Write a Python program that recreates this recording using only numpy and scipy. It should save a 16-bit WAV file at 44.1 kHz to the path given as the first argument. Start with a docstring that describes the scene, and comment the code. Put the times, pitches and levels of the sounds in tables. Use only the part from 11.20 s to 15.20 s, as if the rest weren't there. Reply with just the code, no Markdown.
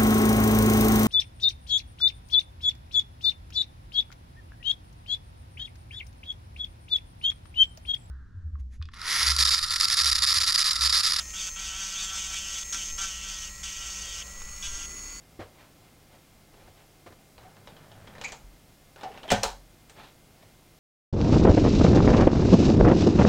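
"""Electric nail drill on a fingernail

A nail drill spins close by, its bearings whining, while its rough bit is stroked along a nail.
The same grit passes the nail on every turn, so the grinding buzzes at the speed of the shaft,
which sags under load. A dust-collector fan hums underneath. There is no room echo."""
import sys
import numpy as np
from scipy import signal
from scipy.fft import rfft, irfft, next_fast_len
from scipy.io import wavfile
from scipy.ndimage import uniform_filter1d, map_coordinates

SR = 44100
rng = np.random.default_rng(int(sys.argv[2]) if len(sys.argv) > 2 else 0)


def generate_wav(signal):
    """Clip the signal to [-1, 1] and save it as 16-bit WAV at the path in sys.argv[1]."""
    frames = np.transpose(np.atleast_2d(signal))
    scaled = np.clip(frames, -1, 1) * 32767
    pcm = np.round(scaled).astype(np.int16)
    wavfile.write(sys.argv[1], SR, pcm)


N = 176400  # 4 seconds

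# How fast the shaft spins: time_s, turns_per_s
SHAFT_SPEED = [(0.0, 185.4), (0.21, 190.0), (0.27, 187.1), (0.39, 191.9), (0.54, 189.3), (0.6, 193.7),
               (0.65, 191.0), (0.78, 192.8), (0.8, 189.4), (0.91, 191.5), (1.06, 190.1), (1.13, 191.1),
               (1.27, 193.0), (1.4, 190.9), (1.51, 194.8), (1.59, 193.4), (1.61, 190.1), (1.82, 194.9),
               (1.91, 188.7), (2.05, 192.9), (2.17, 188.7), (2.23, 188.7), (2.4, 193.1), (2.51, 191.0),
               (2.64, 193.3), (2.73, 189.8), (2.98, 191.9), (3.05, 190.9), (3.11, 194.3), (3.21, 196.3),
               (3.34, 196.7), (3.39, 199.5), (3.56, 196.6), (3.77, 200.6), (3.86, 199.8), (3.99, 203.3)]


def grinding(turns):
    """The bit buzzes, rasps and hisses while it touches the nail; turns counts the shaft's turns."""
    # One list per stroke, from touch to lift: time_s, buzz_gain_db, rasp_gain_db, hiss_gain_db
    strokes = [
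        [(0.0, -38.5, -48.5, -47), (0.03, -59, -60, -50)],
        [(0.135, -47, -54.5, -48.5), (0.217, -40.5, -56, -40), (0.25, -46, -55.5, -41.5),
         (0.295, -42.5, -51.5, -40.5)],
        [(0.36, -43, -51.5, -49), (0.47, -39.5, -53, -41), (0.52, -43, -50.5, -46), (0.65, -41, -50, -39.5),
         (0.682, -46, -54, -42), (0.844, -42, -50, -39.5), (0.87, -43.5, -53, -44), (0.95, -41.5, -46.5, -41),
         (0.99, -37, -53.5, -39), (1.086, -47, -53.5, -44), (1.148, -38.5, -46, -42.5), (1.166, -37, -59, -40),
         (1.23, -43.5, -56.5, -45.5), (1.32, -41.5, -54.5, -42.5), (1.406, -46.5, -55, -41),
         (1.435, -39.5, -58, -46)],
        [(1.525, -53, -49, -36.5), (1.55, -45.5, -47, -39), (1.62, -43, -57.5, -43), (1.66, -55, -61, -44),
         (1.715, -43, -62, -50)],
        [(1.78, -44.5, -46.5, -41.5), (1.848, -40.5, -44.5, -37.5), (1.878, -41.5, -54.5, -42),
         (2.014, -47, -63, -49), (2.042, -40.5, -54.5, -44.5), (2.248, -49.5, -58, -44.5),
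         (2.29, -46, -63, -52)],
        [(2.432, -44.5, -54.5, -42.5), (2.552, -46, -62.5, -46.5), (2.63, -43, -54.5, -43.5),
         (2.8, -50.5, -59, -44.5), (2.922, -47.5, -62, -47.5), (2.996, -44.5, -56, -42.5),
         (3.03, -45, -60, -50)],
        [(3.425, -40, -59, -46.5), (3.443, -44.5, -49.5, -41.5), (3.51, -52.5, -57, -48.5),
         (3.62, -46.5, -56, -47), (3.66, -50, -59, -49)],
    ]
    touch_s, lift_s = 0.0012, 0.0046
    t, gains = clock(), np.zeros((3, N))
    for stroke in strokes:
        fade_in = np.clip((t - stroke[0][0]) / touch_s + .5, 0, 1)
        fade_out = np.clip((stroke[-1][0] - t) / lift_s + .5, 0, 1)
        gains += fade_in * fade_out * amp(curves(stroke))
    buzz_gain, rasp_gain, hiss_gain = gains
    return rasp_gain * rasp(turns) + buzz_gain * buzz(turns) + hiss_gain * hiss(turns)


def buzz(turns):
    """Repeating grit buzzes, and the bit rings at a pitch that moves with the point of contact."""
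    # Centre of the ringing: time_s, pitch_hz
    ring_pitch = [(.14, 3100), (.2, 3520), (.29, 2950), (.45, 3480), (.53, 2950), (.62, 3450), (.72, 3000),
                  (.8, 3600), (.88, 3250), (.96, 3450), (1.0, 3150), (1.15, 3300), (1.29, 2950),
                  (1.38, 3400), (1.55, 3450), (1.62, 2900), (1.83, 3550), (1.92, 2950), (2.2, 3300),
                  (2.26, 2900), (2.5, 3000), (2.78, 2800), (2.87, 3250), (3.0, 2900), (3.44, 3400),
                  (3.62, 3000)]
    # Tone colour of the scraping: pitch_hz, gain_db
    scrape_colour = [(900, -40), (1900, -17), (2300, -4), (2850, 3), (3400, 1), (3700, -5), (3950, -17),
                     (4400, -15), (4600, 0), (4900, -14), (9000, -42)]
    ring = resonance(turns, curves(ring_pitch)[0], half_width_hz=250)
    scrape = colour(grit(turns, memory=.8, lopsided=.45), scrape_colour)
    return hold_level(scrape + amp(1.5) * ring) * amp(.5 + 2.1 * wobble(34))


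def hiss(turns):
    """The bright, flickering part of the scraping, from grit that changes faster between turns."""
    # Tone colour of the hiss: pitch_hz, gain_db
    hiss_colour = [(1000, -30), (3000, -4), (3600, -5), (4000, -12), (4600, -4), (4950, -5), (5400, 0),
                   (5700, 1.5), (6350, 7), (6900, -2.5), (7800, -4), (9000, -15), (10500, -21.5),
                   (13000, -26), (15500, -29)]
    scrape = grit(turns, memory=.62, lopsided=.029) * amp(1.8 * wobble(550))
    return hold_level(colour(scrape, hiss_colour)) * amp(5 + 1.12 * wobble(80))


def rasp(turns):
    """The low part of the grinding: tones that repeat with each turn, plus noise."""
    # Pitches of the tones: cycles_per_turn
    multiples = [4, 5, 6, 7, 8, 9, 12]
    # Strength of each: gain_db
    gains = [-21.5, -18.5, -17, -6.5, -10, -18, -13]
    # Tone colour of the noise: pitch_hz, gain_db
    rasp_colour = [(300, -28), (600, -7), (1100, -5), (1370, 9), (1560, 6), (1800, -12), (3000, -21)]
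    tones = shaft_tones(turns, multiples, gains, waver_db=1.6, drift=.4, rate=45)
    return amp(6.5) * tones + amp(-4.5) * noise(rasp_colour)


def grit(turns, memory, lopsided):
    """The bit's surface passing the nail: memory is the share kept each turn; one side bites harder."""
    max_turns, spots_per_turn = 900, 200
    fresh = rng.standard_normal((max_turns, spots_per_turn))
    renewal = np.sqrt(1 - memory ** 2)
    surface, _ = signal.lfilter([renewal], [1, -memory], fresh[1:], axis=0, zi=memory * fresh[:1])
    bite = np.exp(lopsided * np.cos(2 * np.pi * turns))
    return bite * map_coordinates(surface.ravel(), [turns * spots_per_turn], mode="wrap")


def resonance(turns, centre_hz, half_width_hz):
    """Multiples of the shaft speed, each louder the nearer it is to a pitch the bit rings at."""
    speed = curves(SHAFT_SPEED)[0]
    first = round((np.min(centre_hz) - 2 * half_width_hz) / speed.max())
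    last = round((np.max(centre_hz) + 2 * half_width_hz) / speed.min())
    ring = np.zeros(N)
    for k in range(first, last + 1):
        distance = (k * speed - centre_hz) / half_width_hz
        ring += tone(k * turns, waver_db=2.4, drift=.65, rate=70) / (1 + distance ** 2)
    return unit(ring)


def squeals(turns):
    """Short swells in which the bit sings out at one of its ringing pitches."""
    # One row per squeal: peak_s, half_width_s, pitch_hz, level_db
    events = [(.2, .022, 3600, -43), (.22, .035, 4620, -46), (.46, .025, 4680, -46), (.63, .03, 4650, -50),
              (.83, .035, 4620, -47), (2.13, .025, 4680, -47), (2.25, .025, 4550, -53),
              (2.86, .08, 4580, -54), (.22, .07, 7200, -46), (.85, .05, 7270, -42.5),
              (1.06, .05, 7270, -48)]
    return sum(amp(db) * swell(s, width) * hold_level(resonance(turns, hz, half_width_hz=70))
               for s, width, hz, db in events)


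def catches():
    """Brief, bright jolts as the bit catches on the nail."""
    # One row per jolt: start_s, level_db
    jolts = [(.803, -31), (.829, -32), (.977, -29), (1.144, -25), (1.529, -27), (1.546, -22), (1.784, -30),
             (1.822, -30)]
    # Tone colour of a jolt: pitch_hz, gain_db
    jolt_colour = [(700, -28), (1400, -4), (3200, -6), (4100, -14), (6400, 6), (9000, -17), (15000, -32)]
    return noise(jolt_colour) * sum(amp(db) * die_away(s, fade_s=.011) for s, db in jolts)


def tap():
    """One light tap of the tool: a very short ring and a little contact noise."""
    # Tone colour of the contact noise: pitch_hz, gain_db
    click_colour = [(400, -7), (3500, 3), (6000, -9), (12000, -35)]
    start_s, pitch_hz = 3.218, 1350
    ring = np.sin(2 * np.pi * pitch_hz * (clock() - start_s))
    click = amp(-9) * noise(click_colour)
    return amp(-32) * die_away(start_s, fade_s=.009) * (ring + click)


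def motor(turns):
    """The shaft and bearings whine in five groups of tones, over the noise of the rolling balls."""
    # How four of the groups rise and fall: time_s, main_db, treble_db, low_db, top_db
    whine_gains = [(0, -50.5, -51.5, -73, -68), (.28, -41, -52, -66, -79), (.55, -56, -58, -68, -90),
                   (.9, -47, -52, -68, -79), (1.3, -46, -51, -73, -73), (1.75, -39.5, -50.5, -69, -72),
                   (2.05, -56, -57, -58, -72), (2.7, -59, -53.5, -75, -72), (3.3, -49, -59, -62.5, -64),
                   (3.45, -43, -56, -57, -60), (3.72, -43, -59, -60, -60.5), (4, -46.5, -61, -50.5, -68)]
    # Each group has a list of pitches (cycles_per_turn) and a list of strengths (gain_db).
    main_multiples = [27.9, 32.6, 33.4, 33.8]
    main_gains = [-14, -5, -1, -12]
    low_multiples = [21.6, 22.4]
    low_gains = [-5, 0]
    treble_multiples = [34.65, 38.1, 38.9, 43.6, 44.4, 55.4, 66.9]
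    treble_gains = [-3, -2, -2, -10, -15, -16, -15]
    top_multiples = [49.1, 49.9]
    top_gains = [-1, -3]
    steady_multiples = [1, 3, 5.5, 7, 10, 27.1, 28.4, 43.6]
    steady_gains = [-64, -72.5, -70, -63, -55.5, -67, -66, -68]
    main_db, treble_db, low_db, top_db = curves(whine_gains)
    whine = amp(main_db) * shaft_tones(turns, main_multiples, main_gains, drift=.3, rate=30)
    whine += amp(low_db) * shaft_tones(turns, low_multiples, low_gains, drift=.3, rate=36)
    whine += amp(treble_db) * shaft_tones(turns, treble_multiples, treble_gains, drift=.45, rate=31)
    whine += amp(top_db) * shaft_tones(turns, top_multiples, top_gains, drift=.45, rate=31)
    steady = sum(amp(db) * tone(k * turns, waver_db=.7, drift=.014 * k, rate=16)
                 for k, db in zip(steady_multiples, steady_gains))
    return whine + steady + rolling(turns, treble_db)


def rolling(turns, treble_db):
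    """Bearing noise that pulses as the balls pass and gently follows the level of the treble whine."""
    # Tone colour of the rolling: pitch_hz, gain_db
    roll_colour = [(800, -24.5), (1300, -20.5), (1700, -12.5), (2400, -5.5), (3300, -11.5), (4000, -15),
                   (4400, -7.5), (4900, -13.5), (5400, -3.5), (6000, -11), (6450, 4), (6900, -0.5),
                   (7500, -6.5), (8300, -15), (10000, -18.5), (12500, -21), (15500, -23)]
    passes_per_turn = 5.5
    pulses = np.exp(.5 * np.cos(2 * np.pi * passes_per_turn * turns)) * amp(1.5 * wobble(250))
    level_db = -45 + .23 * (treble_db - treble_db.mean())
    return amp(level_db) * colour(pulses * rng.standard_normal(N), roll_colour)


def whistle():
    """Faint, very high tones from the electronics."""
    # One row per tone: pitch_hz, level_db
    tones = [(15558, -72), (15682, -67)]
    return sum(amp(db) * tone(hz * clock(), waver_db=1, drift=.4, rate=6.5) for hz, db in tones)


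def fan():
    """The dust collector hums, its air rushes and swells, and its draught brushes the microphone."""
    # Tones of the hum: pitch_hz, level_db
    hum_tones = [(60, -52.5), (120, -73.5), (194, -71.5)]
    # Swells in the rush of air: peak_s, half_width_s, pitch_hz, level_db
    air_swells = [(1.605, 0.073, 320, -61), (3.02, 0.22, 500, -61), (3.77, 0.18, 296, -57),
                  (3.69, 0.85, 1200, -59)]
    # Tone colour of the steady rush: pitch_hz, gain_db
    rush_colour = [(12, -14), (32, 7), (48, -5.5), (60, 4), (72, -13), (113, -13), (192, -17.5), (230, -20),
                   (400, -24.5), (800, -26), (1320, -23.5), (1600, -46), (3000, -83)]
    # Puffs of draught: peak_s, half_width_s, level_db
    puffs = [(1.77, 0.077, -44), (3.27, 0.048, -36.5), (3.49, 0.081, -38.5)]
    # Tone colour of a puff: pitch_hz, gain_db
    puff_colour = [(12, -10.5), (28, -18), (37, -17), (55, -30), (120, -39.5), (400, -72)]
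    hum = sum(amp(db) * tone(hz * clock(), waver_db=1.5, drift=.99, rate=16) for hz, db in hum_tones)
    edge = 2 ** .85  # 0.85 octaves either side of a swell's pitch
    air = np.zeros(N)
    for s, width, hz, db in air_swells:
        band = [(20, -60), (hz / edge, -13), (hz, 0), (hz * edge, -13), (8000, -70)]
        air += amp(db) * swell(s, width) * noise(band)
    rush = amp(-48.5) * noise(rush_colour)
    draught = noise(puff_colour) * sum(amp(db) * swell(s, width) for s, width, db in puffs)
    return hum + air + rush + draught


def shaft_tones(turns, multiples, gains_db, drift, rate, waver_db=2.2):
    """Wavering tones whose pitches are multiples of the shaft speed."""
    return sum(amp(db) * tone(k * turns, waver_db, drift, rate) for k, db in zip(multiples, gains_db))


def tone(cycles, waver_db, drift, rate):
    """A sine wave whose level and phase (drift, in radians) wander about rate times a second."""
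    level = amp(waver_db * wobble(rate))
    phase = 2 * np.pi * (cycles + rng.random()) + drift * wobble(rate)
    return unit(level * np.sin(phase))


def noise(points):
    """Noise with the tone colour given by (pitch_hz, gain_db) points."""
    return colour(rng.standard_normal(N), points)


def colour(x, points):
    """Filter x through (pitch_hz, gain_db) points, then scale it to an average level of 1."""
    size = next_fast_len(N + 8192)
    hz, db = np.transpose(points)
    bin_hz = np.fft.rfftfreq(size, 1 / SR)
    gain = amp(np.interp(np.log(bin_hz + 1), np.log(hz + 1), db, right=-90))
    return unit(irfft(rfft(x, size) * gain, size)[:N])


def wobble(rate):
    """A smooth curve through rate random values a second."""
    steps = np.arange(0, N / SR * rate + 1, 1 / 8)
    smooth = map_coordinates(rng.standard_normal(4096), [steps], mode="wrap")
    return np.interp(clock() * rate, steps, smooth)


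def swell(peak_s, half_width_s):
    """A smooth rise and fall."""
    return np.exp(-.5 * ((clock() - peak_s) / half_width_s) ** 2)


def die_away(start_s, fade_s):
    """A sudden start, then a fall of 60 dB every fade_s."""
    age = clock() - start_s
    return (age > 0) * amp(-60 * np.abs(age) / fade_s)


def hold_level(x, window_s=.03):
    """Keep the level of x near 1: the bit bites steadily while its grit wears and shifts."""
    power = np.abs(uniform_filter1d(x ** 2, round(window_s * SR)))
    return x / np.sqrt(power + 1e-9)


def curves(rows):
    """Join rows of (time_s, values...) with straight lines: one curve per value column."""
    times, *columns = np.transpose(rows)
    return [np.interp(clock(), times, column) for column in columns]


def clock():
    """The time of every sample, in seconds."""
    return np.arange(N) / SR


def unit(x):
    """Scale x to an average (rms) level of 1."""
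    return x / np.sqrt(np.mean(x ** 2) + 1e-20)


def amp(db):
    """Turn decibels into a gain."""
    return 10 ** (np.asarray(db) / 20)


def scene():
    """The drill and the fan, the same in both channels."""
    turns = np.cumsum(curves(SHAFT_SPEED)[0]) / SR
    nail_work = grinding(turns) + squeals(turns) + catches() + tap()
    mono = nail_work + motor(turns) + whistle() + fan()
    return np.array([mono, mono])


def record(dry):
    """Cut off the very highest treble."""
    top_hz = 15760
    size = next_fast_len(N + 8192)
    passes = np.fft.rfftfreq(size, 1 / SR) < top_hz
    return irfft(rfft(dry, size) * passes, size)[:, :N]


dry = scene()
out = record(dry)
generate_wav(out)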